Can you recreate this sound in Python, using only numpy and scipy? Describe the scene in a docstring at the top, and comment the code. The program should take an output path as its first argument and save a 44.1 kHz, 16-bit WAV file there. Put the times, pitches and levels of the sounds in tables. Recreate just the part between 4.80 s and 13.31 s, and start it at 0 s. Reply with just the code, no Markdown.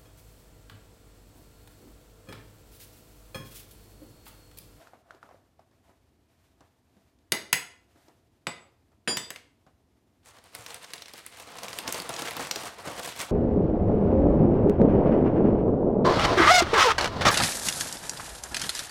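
"""First comes a faint rustle with soft bumps: a steel spoon pushes beans over a baking tray.
The spoon knocks on the tray's rim, then drops and bounces on the counter, its steel ringing.
After that a hand crumples a plastic chip bag, whose creases give way in crackles and sharp snaps.
The kitchen echoes every blow, over a low steady hum and hiss."""
import sys
import numpy as np
from scipy import signal
from scipy.fft import rfft, irfft, next_fast_len
from scipy.io import wavfile
from scipy.ndimage import uniform_filter1d, map_coordinates

SR = 44100
rng = np.random.default_rng(int(sys.argv[2]) if len(sys.argv) > 2 else 0)


def master(y):
    """Save y as 16-bit WAV."""
    cut = np.clip(np.atleast_2d(y).T, -1, 1)
    pcm = np.round(cut * 32767)  # scale
    wavfile.write(sys.argv[1], SR, pcm.astype(np.int16))


N = 375291

# A hit has a low thud, a middle click and a high crack; t60 is the time to fade by 60 dB.
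# In a row, the dB columns after "level" are added to that level.
# Spoon blows: t/s, level/dB, thud/dB, crack/dB, base rattle t60/s, contact/ms,
# counter/dB, rim/dB, spoon bowl/dB, spoon handle/dB
SPOON_BLOWS = [(2.52, -9.5, -10.5, 0.5, 0.033, 0.0012, -29.5, -8.5, -83, -80),
               (2.7282, -8.5, -18, 2, 0.055, 0.0034, -26.5, -8.5, -36, -82),
               (3.6687, -12.5, -14, -22, 0.031, 0.08, -25.5, -20.5, -42.5, -29),
               (4.275, -15.5, -8, -16, 0.076, 0.076, -21.5, -77.5, -12, -38),
               (4.370, -15, -19.5, -3.5, 0.032, 0.0093, -23.5, -14.5, -61, -23),
               (4.5043, -20.5, -17.5, 2, 0.021, 0.044, -30, -19.5, -59, -68),
               (4.5599, -28.5, -17, -6, 0.016, 0.03, -27.5, -22, -51, -52)]
# Tones of the free spoon: f/Hz, hit on the bowl/dB, hit on the handle/dB, t60/s
SPOON_TONES = [(3290, -9, -20.5, 0.54), (3590, -31.5, -3, 0.29), (4830, -4, -3, .5), (5485, -16, -26, .45),
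               (7120, -7, -30.5, 0.6), (7800, -42, 1, 0.35), (9200, -4, -19, 0.16), (12650, -28, -23, .3),
               (13570, -33.5, -22.5, .2), (13880, -34.5, -33.5, .4), (15500, -36, -26.5, .25)]
# Tones of the tray's rim: f/Hz, gain/dB, t60/s
RIM_TONES = [(1470, -7.5, 0.05), (2022, -6.5, 0.22), (2450, 8, 0.0094), (2863, 0, .035), (4830, -3.5, .03),
             (6600, 6, 0.016), (7940, 0, 0.039), (9100, -1, 0.025), (10100, 7, 0.01), (11170, -4, 0.04),
             (15200, -5.5, .01)]
# Tones of the wooden counter: f/Hz, gain/dB, t60/s
COUNTER_TONES = [(126, -5.5, 0.097), (175, -2.5, .1), (300, -4.5, 0.1), (490, 0, 0.056), (710, 2.5, 0.05),
                 (990, 5.5, .04)]
# How hard the hand crumples the bag: t/s, level/dB, low crackle/dB
SQUEEZES = [(5.43, -66, -3), (5.47, -54, -4), (5.54, -62, 2), (5.72, -54.5, -4.5), (5.79, -46, 1),
            (5.9, -49.5, -2.5), (6.1, -50, -3.5), (6.3, -52, -7), (6.55, -52, -5.5), (6.621, -44, -1.5),
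            (6.7, -52, -1), (6.81, -45, 1), (6.86, -43, 1), (7.0, -37.5, -1), (7.055, -49, 5),
            (7.1, -39, -2), (7.26, -41.5, 3), (7.45, -40, -3), (7.55, -45.5, 0), (7.609, -40, 0.5),
            (7.86, -40, 0), (7.95, -49.5, -0.5), (8.07, -44, 7), (8.15, -46, 2.5), (8.261, -38, -4),
            (8.33, -44, -3.5), (8.41, -38, -3), (8.51, -46, 2.5)]
# The bag's loudest snaps: t/s, level/dB, thud/dB, crack/dB
BAG_SNAPS = [(5.586, -45, -5, 0), (5.640, -46, -11, 7.5), (5.75, -24, -15.5, 5), (5.863, -25, -19, 0),
             (5.905, -32, -16, -6), (5.944, -28, -17, 10), (6.044, -31, -11, -8), (6.104, -44, -7, -12),
             (6.135, -21.5, -16, 4.5), (6.18, -32.5, -17, -7), (6.221, -26, -27, 1.5),
             (6.258, -32, -14, -8), (6.282, -31.5, -24, 2), (6.336, -29, -9.5, 4), (6.379, -38, -27, 11),
             (6.464, -33.5, -36, 13), (6.599, -32, -13.5, 6), (6.719, -43, -26, 6),
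             (6.785, -29.5, -20, -13), (6.833, -24, -15, 3.5), (6.882, -23, -24, -2),
             (6.93, -24.5, -17, -4), (6.987, -17.5, -12.5, 4.5), (7.077, -13.5, -8, -2),
             (7.125, -25, -9, 16.5), (7.144, -20.5, -3, -16), (7.200, -18, -9.5, -2), (7.220, -25, -12, 3),
             (7.292, -23, 0, 6.5), (7.339, -26, -9, -15), (7.363, -24, -13, -1), (7.391, -33, -14, -10),
             (7.420, -19, -4.5, 3.5), (7.474, -28.5, -19, -12), (7.509, -22.5, -18, 3),
             (7.567, -27.5, -5, 11), (7.595, -24, 2.5, -3), (7.669, -35, -4, -6), (7.711, -13, -17, 0.5),
             (7.759, -16, -11, 1.5), (7.835, -28, -3, 4), (8.073, -35, 4, -12), (8.178, -34, 2, -7),
             (8.194, -30, 2, 2), (8.227, -30, -15, -6), (8.246, -31, -3, 10), (8.275, -27, 0, 2),
             (8.362, -31, -14, 4), (8.396, -32, -20, 6), (8.412, -26, -10, -6)]
# Tone colour of the snaps: f/Hz, gain/dB
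SNAP_SPECTRUM = [(3000, -1.5), (7000, 3.5), (10000, 3.5), (15000, -7)]
# Tone colour of the crackle: f/Hz, gain/dB
CRACKLE_SPECTRUM = [(24, -47), (40, -29), (134, -8.5), (386, -6.5), (485, 2), (639, -4.5), (690, 4),
                    (744, -1.5), (1090, 2), (2090, 2), (8360, -5), (14900, -20), (16500, -25)]
# Bumps of spoon, beans and hands: t/s, level/dB, thud/dB, knock f/Hz, knock/dB
SOFT_BUMPS = [(0.0718, -49, -10, 1400, 15), (0.1341, -64, 15, 720, 13.5), (0.3076, -46.5, -22, 1420, 18.5),
              (0.3474, -52, -20, 333, 3), (0.429, -50.5, 3, 1320, 18), (0.4903, -57, 9, 1020, 4),
              (0.5114, -64, 13.5, 716, 10.5), (0.5442, -62.5, 5.5, 544, 13), (0.7932, -58.5, 7, 670, 8),
              (0.9118, -63, 3, 205, -4), (1.0933, -61.5, 11.5, 610, -2), (1.8063, -48.5, 1, 320, -1),
              (2.1676, -63.5, 3.5, 200, 11), (2.387, -60, -9, 258, -4), (3.158, -61, 8, 301, 1),
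              (3.2828, -50.5, 1, 327, 3), (4.118, -63, 2.5, 654, 0.5), (4.8649, -59.5, 10, 146, -6.5),
              (5.79, -61.5, 4, 113, 12.5)]
# Brushes of beans and sleeve: loudest from t/s, hold/s, hiss/dB, dull rub/dB
BRUSH_STROKES = [(0.0, 0.048, -65, -59.5), (0.314, 0.029, -80.5, -61), (0.463, 0.039, -75, -63),
                 (1.077, .01, -78, -72), (1.62, 0.015, -77.5, -84), (1.84, .01, -80.5, -76),
                 (2.184, 0.011, -80, -80.5), (3.18, 0.093, -73, -72), (4.868, 0.011, -94, -93)]
# Tone colour of their hiss: f/Hz, gain/dB
BRUSH_SPECTRUM = [(590, -27), (1000, -8), (1720, -2.5), (3270, -6), (14800, -14.5), (15900, -38.5),
                  (16500, -53.5)]
# How long the room echoes: f/Hz, t60/s
ECHO_TIMES = [(100, .25), (500, 0.56), (1500, .42), (4000, 0.4), (9000, 0.34), (16000, 0.19)]
# Tone colour of the background: f/Hz, gain/dB
HUM_SPECTRUM = [(12, -31), (20, -11), (86, 5), (169, -8.5), (244, -3.5), (372, -8), (492, -14),
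                (634, -18.5), (690, -18.5), (994, -20.5), (1470, -33.5), (2580, -34), (3520, -32.5),
                (12100, -40.5), (16500, -54.5)]


def spoon(bounce_s=0.15, held_share=0.7):
    """Each blow clicks and sets counter, rim and spoon ringing; the next blow stops the spoon's ring."""
    out, t = np.zeros(N + SR), np.arange(SR // 2) / SR
    rows = np.array(SPOON_BLOWS)
    hz, on_bowl, on_handle, t60 = np.transpose(SPOON_TONES)
    gaps = np.append(np.diff(rows[:, 0]), 1)
    for (s, db, *_, counter_db, rim_db, bowl_db, handle_db), gap in zip(rows, gaps):
        chatter = 0.6 + 0.9 * np.tanh(wobble(900, len(t)))  # the loose rim buzzes
        struck = amp(counter_db) * ring(COUNTER_TONES, t) + amp(rim_db) * ring(RIM_TONES, t) * chatter
        struck *= fade_in(t, 0.00066)
        tone_db = 20 * np.log10(amp(bowl_db + on_bowl) + amp(handle_db + on_handle))
        share = 1 if gap < bounce_s else held_share  # a held or lying spoon rings less long
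        steel = ring(zip(hz, tone_db, t60 * share), t)
        steel *= amp(1.5 * wobble(35, len(t)))  # the spoon rocks
        steel *= fade_in(t, 0.0024) * amp(-60 * np.clip(t - gap, 0, None) / 0.02)
        out[round(s * SR):][:len(t)] += amp(db) * (struck + steel)
    return out[:N] + sum(bursts(rows, rows[:, 4:5], strike=1.3, contact_ms=rows[:, 5:6]))


def bag_snaps():
    """The plastic lets go in single loud, bright snaps."""
    return coloured(sum(bursts(BAG_SNAPS, t60=0.021, strike=3.3)), SNAP_SPECTRUM)


def bag_crackle(count=2200, swell_db=6, settle_s=0.087, memory_s=0.34):
    """Creases give way at random, few large and many small; the hand sets how loud they are."""
    t = np.arange(N) / SR
    times, levels, lows = np.transpose(SQUEEZES)
    start, end = times[0], times[-1]
    held = slice(round(start * SR), N)
    when, size, thud, crack, life = rng.random((count, 5)).T
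    size_db = -3.5 * np.log(size + 0.062)
    creases = np.transpose([start + when * (end - start), size_db, 12 * thud, 12 * crack])
    crackle = bursts(creases, t60=0.0033 + 0.024 * life[:, None], strike=2.98, size=768)
    # A snap sets off small creases: the crackle swells, then settles.
    snap_times = np.append(0, np.array(BAG_SNAPS)[:, 0])
    since_snap = t - snap_times[np.searchsorted(snap_times, t, "right") - 1]
    clumps = amp(5 * np.tanh(wobble(32)) + swell_db * amp(-60 * since_snap / settle_s))
    mid_db = np.interp(t, times, levels, left=-150)
    low_db = np.interp(t, times, levels + lows, left=-150)
    recent_db = uniform_filter1d(np.clip(mid_db, -65, 0), round(memory_s * SR))
    high_db = mid_db - 4 + 0.7 * (mid_db - recent_db)  # brighter when louder than the nearby average
    tiny_creases = three_bands(*rng.standard_normal((3, N)))
    out = np.zeros(N)
    for clicks, tiny, db in zip(crackle, tiny_creases, (low_db, mid_db, high_db)):
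        band = clumps * (unit(clicks, held) + 0.48 * unit(tiny))
        out += amp(db) * unit(coloured(band, CRACKLE_SPECTRUM), held)
    rumble = passband(rng.standard_normal(N), [60, 220])  # the whole bag shifts air
    return out + amp(low_db - 16.5) * clumps * unit(rumble)


def bumps(crack_db=-9):
    """Soft touches give a puff and a short knock, whose pitch depends on the spot touched."""
    out, t = np.zeros(N + SR), np.arange(SR // 10) / SR
    for s, db, thud_db, hz, knock_db in SOFT_BUMPS:
        level_db = db + max(thud_db, 0) + knock_db
        out[round(s * SR):][:len(t)] += ring([(hz, level_db, 12 / hz)], t) * fade_in(t, 0.00027)
    puffs = [(*row[:3], crack_db) for row in SOFT_BUMPS]
    return out[:N] + sum(bursts(puffs, t60=0.03, strike=1.6))


def stirring(rise_db_per_s=131.5, fall_db_per_s=119.5, tray_hz=670, width_hz=45):
    """Beans and cloth give a faint hiss and a dull rub; each brush rises, holds and falls."""
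    t = np.arange(N) / SR
    s, hold, hiss_db, rub_db = np.transpose(BRUSH_STROKES)[:, :, None]
    shape_db = -rise_db_per_s * np.clip(s - t, 0, None) - fall_db_per_s * np.clip(t - s - hold, 0, None)
    hiss_gain = amp(-80.5) + amp((hiss_db + shape_db).max(0))  # never quite silent between brushes
    rub_gain = amp(-79.5) + amp((rub_db + shape_db).max(0))
    hiss = coloured(rng.standard_normal(N), BRUSH_SPECTRUM)
    rub = passband(rng.standard_normal(N), [250, 1200])
    tray_hum = lambda hz: 1j * hz * width_hz / (tray_hz ** 2 - hz ** 2 + 1j * hz * width_hz)
    rub = filtered(rub, lambda hz: 1 + amp(8.6) * tray_hum(hz))  # the loaded tray hums along
    uneven = amp(1.4 * wobble(40))
    return uneven * (hiss_gain * unit(hiss) + rub_gain * unit(rub))


def kitchen_echo(x, block=SR // 4, delay_samples=200):
    """Each pitch dies away at its own speed; every block of sound gets a fresh random echo."""
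    out = np.zeros(N + SR)
    for at in range(0, N, block):
        hz, t, noise = signal.stft(rng.standard_normal(SR // 2), SR, nperseg=256)
        fade = amp(-60 * t / along(ECHO_TIMES, hz)[:, None])
        tail = signal.istft(noise * fade, SR, nperseg=256)[1]
        echo = signal.fftconvolve(x[at:at + block], tail / np.linalg.norm(tail))
        out[at + delay_samples:][:len(echo)] += echo
    return out[:N]


def hum(level_db=-67):
    """Appliances hum and the microphone hisses, barely changing."""
    noise = coloured(rng.standard_normal(N), HUM_SPECTRUM)
    return amp(level_db + 0.4 * wobble(1)) * unit(noise)


def bursts(rows, t60, strike, contact_ms=0, size=3072):
    """Each hit is a sharp pulse and a dying rattle; gives three tracks: thud, click and crack."""
    s, db, thud_db, crack_db = np.transpose(rows)[:4, :, None]
    t = np.arange(size) / SR
    noise = rng.standard_normal((len(s), size))
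    noise[:, :16] = 0
    noise[:, 16] = strike  # the opening pulse
    khz = np.fft.rfftfreq(size, 1000 / SR)
    dulling = 1 / (1 + 2j * np.pi * khz * contact_ms) ** 2  # a longer contact is duller
    dying = lambda stretch: irfft(rfft(noise * amp(-60 * t / (stretch * t60))) * dulling, size)
    bands = three_bands(dying(4.5), dying(0.92), dying(0.37))  # low sound lingers
    fade_out = np.clip((t[-1] - t) / t[size // 8], 0, 1)
    at = (np.round(s * SR).astype(int) + np.arange(size)).ravel()
    tracks = []
    for hits, peak_db in zip(bands, (db + thud_db, db, db + crack_db)):
        hits = hits * fade_out
        hits *= amp(peak_db) / np.abs(hits).max(1, keepdims=True)
        tracks.append(np.bincount(at, hits.ravel(), N + size)[:N])
    return tracks


def ring(tones, t):
    """A struck thing's fading tones, each with a slightly random strength and a random phase."""
    return sum(amp(db + rng.normal(0, 1.5) - 60 * t / t60) * np.sin(2 * np.pi * (hz * t + rng.random()))
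               for hz, db, t60 in tones)


def fade_in(t, rise_s):
    """A smooth rise from 0 towards 1."""
    return 1 - np.exp(-t / rise_s)


def amp(db):
    """Turns decibels into a gain."""
    return 10 ** (np.asarray(db) / 20)


def unit(x, where=slice(None)):
    """Scales x to an average strength (rms) of 1 over the given part."""
    return x / np.sqrt(np.mean(x[where] ** 2) + 1e-20)


def along(points, hz):
    """Reads between the rows of a (f/Hz, value) table on a log frequency axis."""
    f, value = np.transpose(points)
    return np.interp(np.log(hz + 1), np.log(f + 1), value)


def wobble(rate, size=N):
    """A smooth curve through `rate` random points a second."""
    points = rng.standard_normal(int(size * rate / SR) + 4)
    return map_coordinates(points, [np.arange(size) * rate / SR])


def filtered(x, response):
    """Scales each frequency in x by response(hz)."""
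    size = next_fast_len(N + SR // 2)
    return irfft(rfft(x, size) * response(np.fft.rfftfreq(size, 1 / SR)), size)[..., :N]


def coloured(x, spectrum):
    """Gives x the tone colour of a (f/Hz, gain/dB) table."""
    return filtered(x, lambda hz: amp(along(spectrum, hz)))


def passband(x, hz, kind="band", order=2):
    """Keeps what lies between two frequencies, or above one if kind is "high"."""
    return signal.sosfilt(signal.butter(order, hz, kind, fs=SR, output="sos"), x)


def three_bands(low, mid, high):
    """Keeps each signal to its own range: thud, click, crack."""
    return passband(low, [180, 1200]), passband(mid, [1200, 6000]), passband(high, 6000, "high")


def scene():
    """Spoon, bumps and bag with their echo, over the stirring and the hum."""
    steel, soft, bag = spoon(), bumps(), bag_crackle() + bag_snaps()
    echo = kitchen_echo(amp(-8) * steel + amp(-12) * soft + amp(-10) * bag)
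    return (steel + soft + bag + echo + stirring() + hum())[None]


def record(dry, bottom_hz=48, top_hz=16100):
    """Cuts away the deepest bass and the highest treble."""
    dry = passband(dry, bottom_hz, "high", order=3)
    return filtered(dry, lambda hz: amp(-np.clip(hz - top_hz, 0, None) / 12))


dry = scene()
out = record(dry)
master(out)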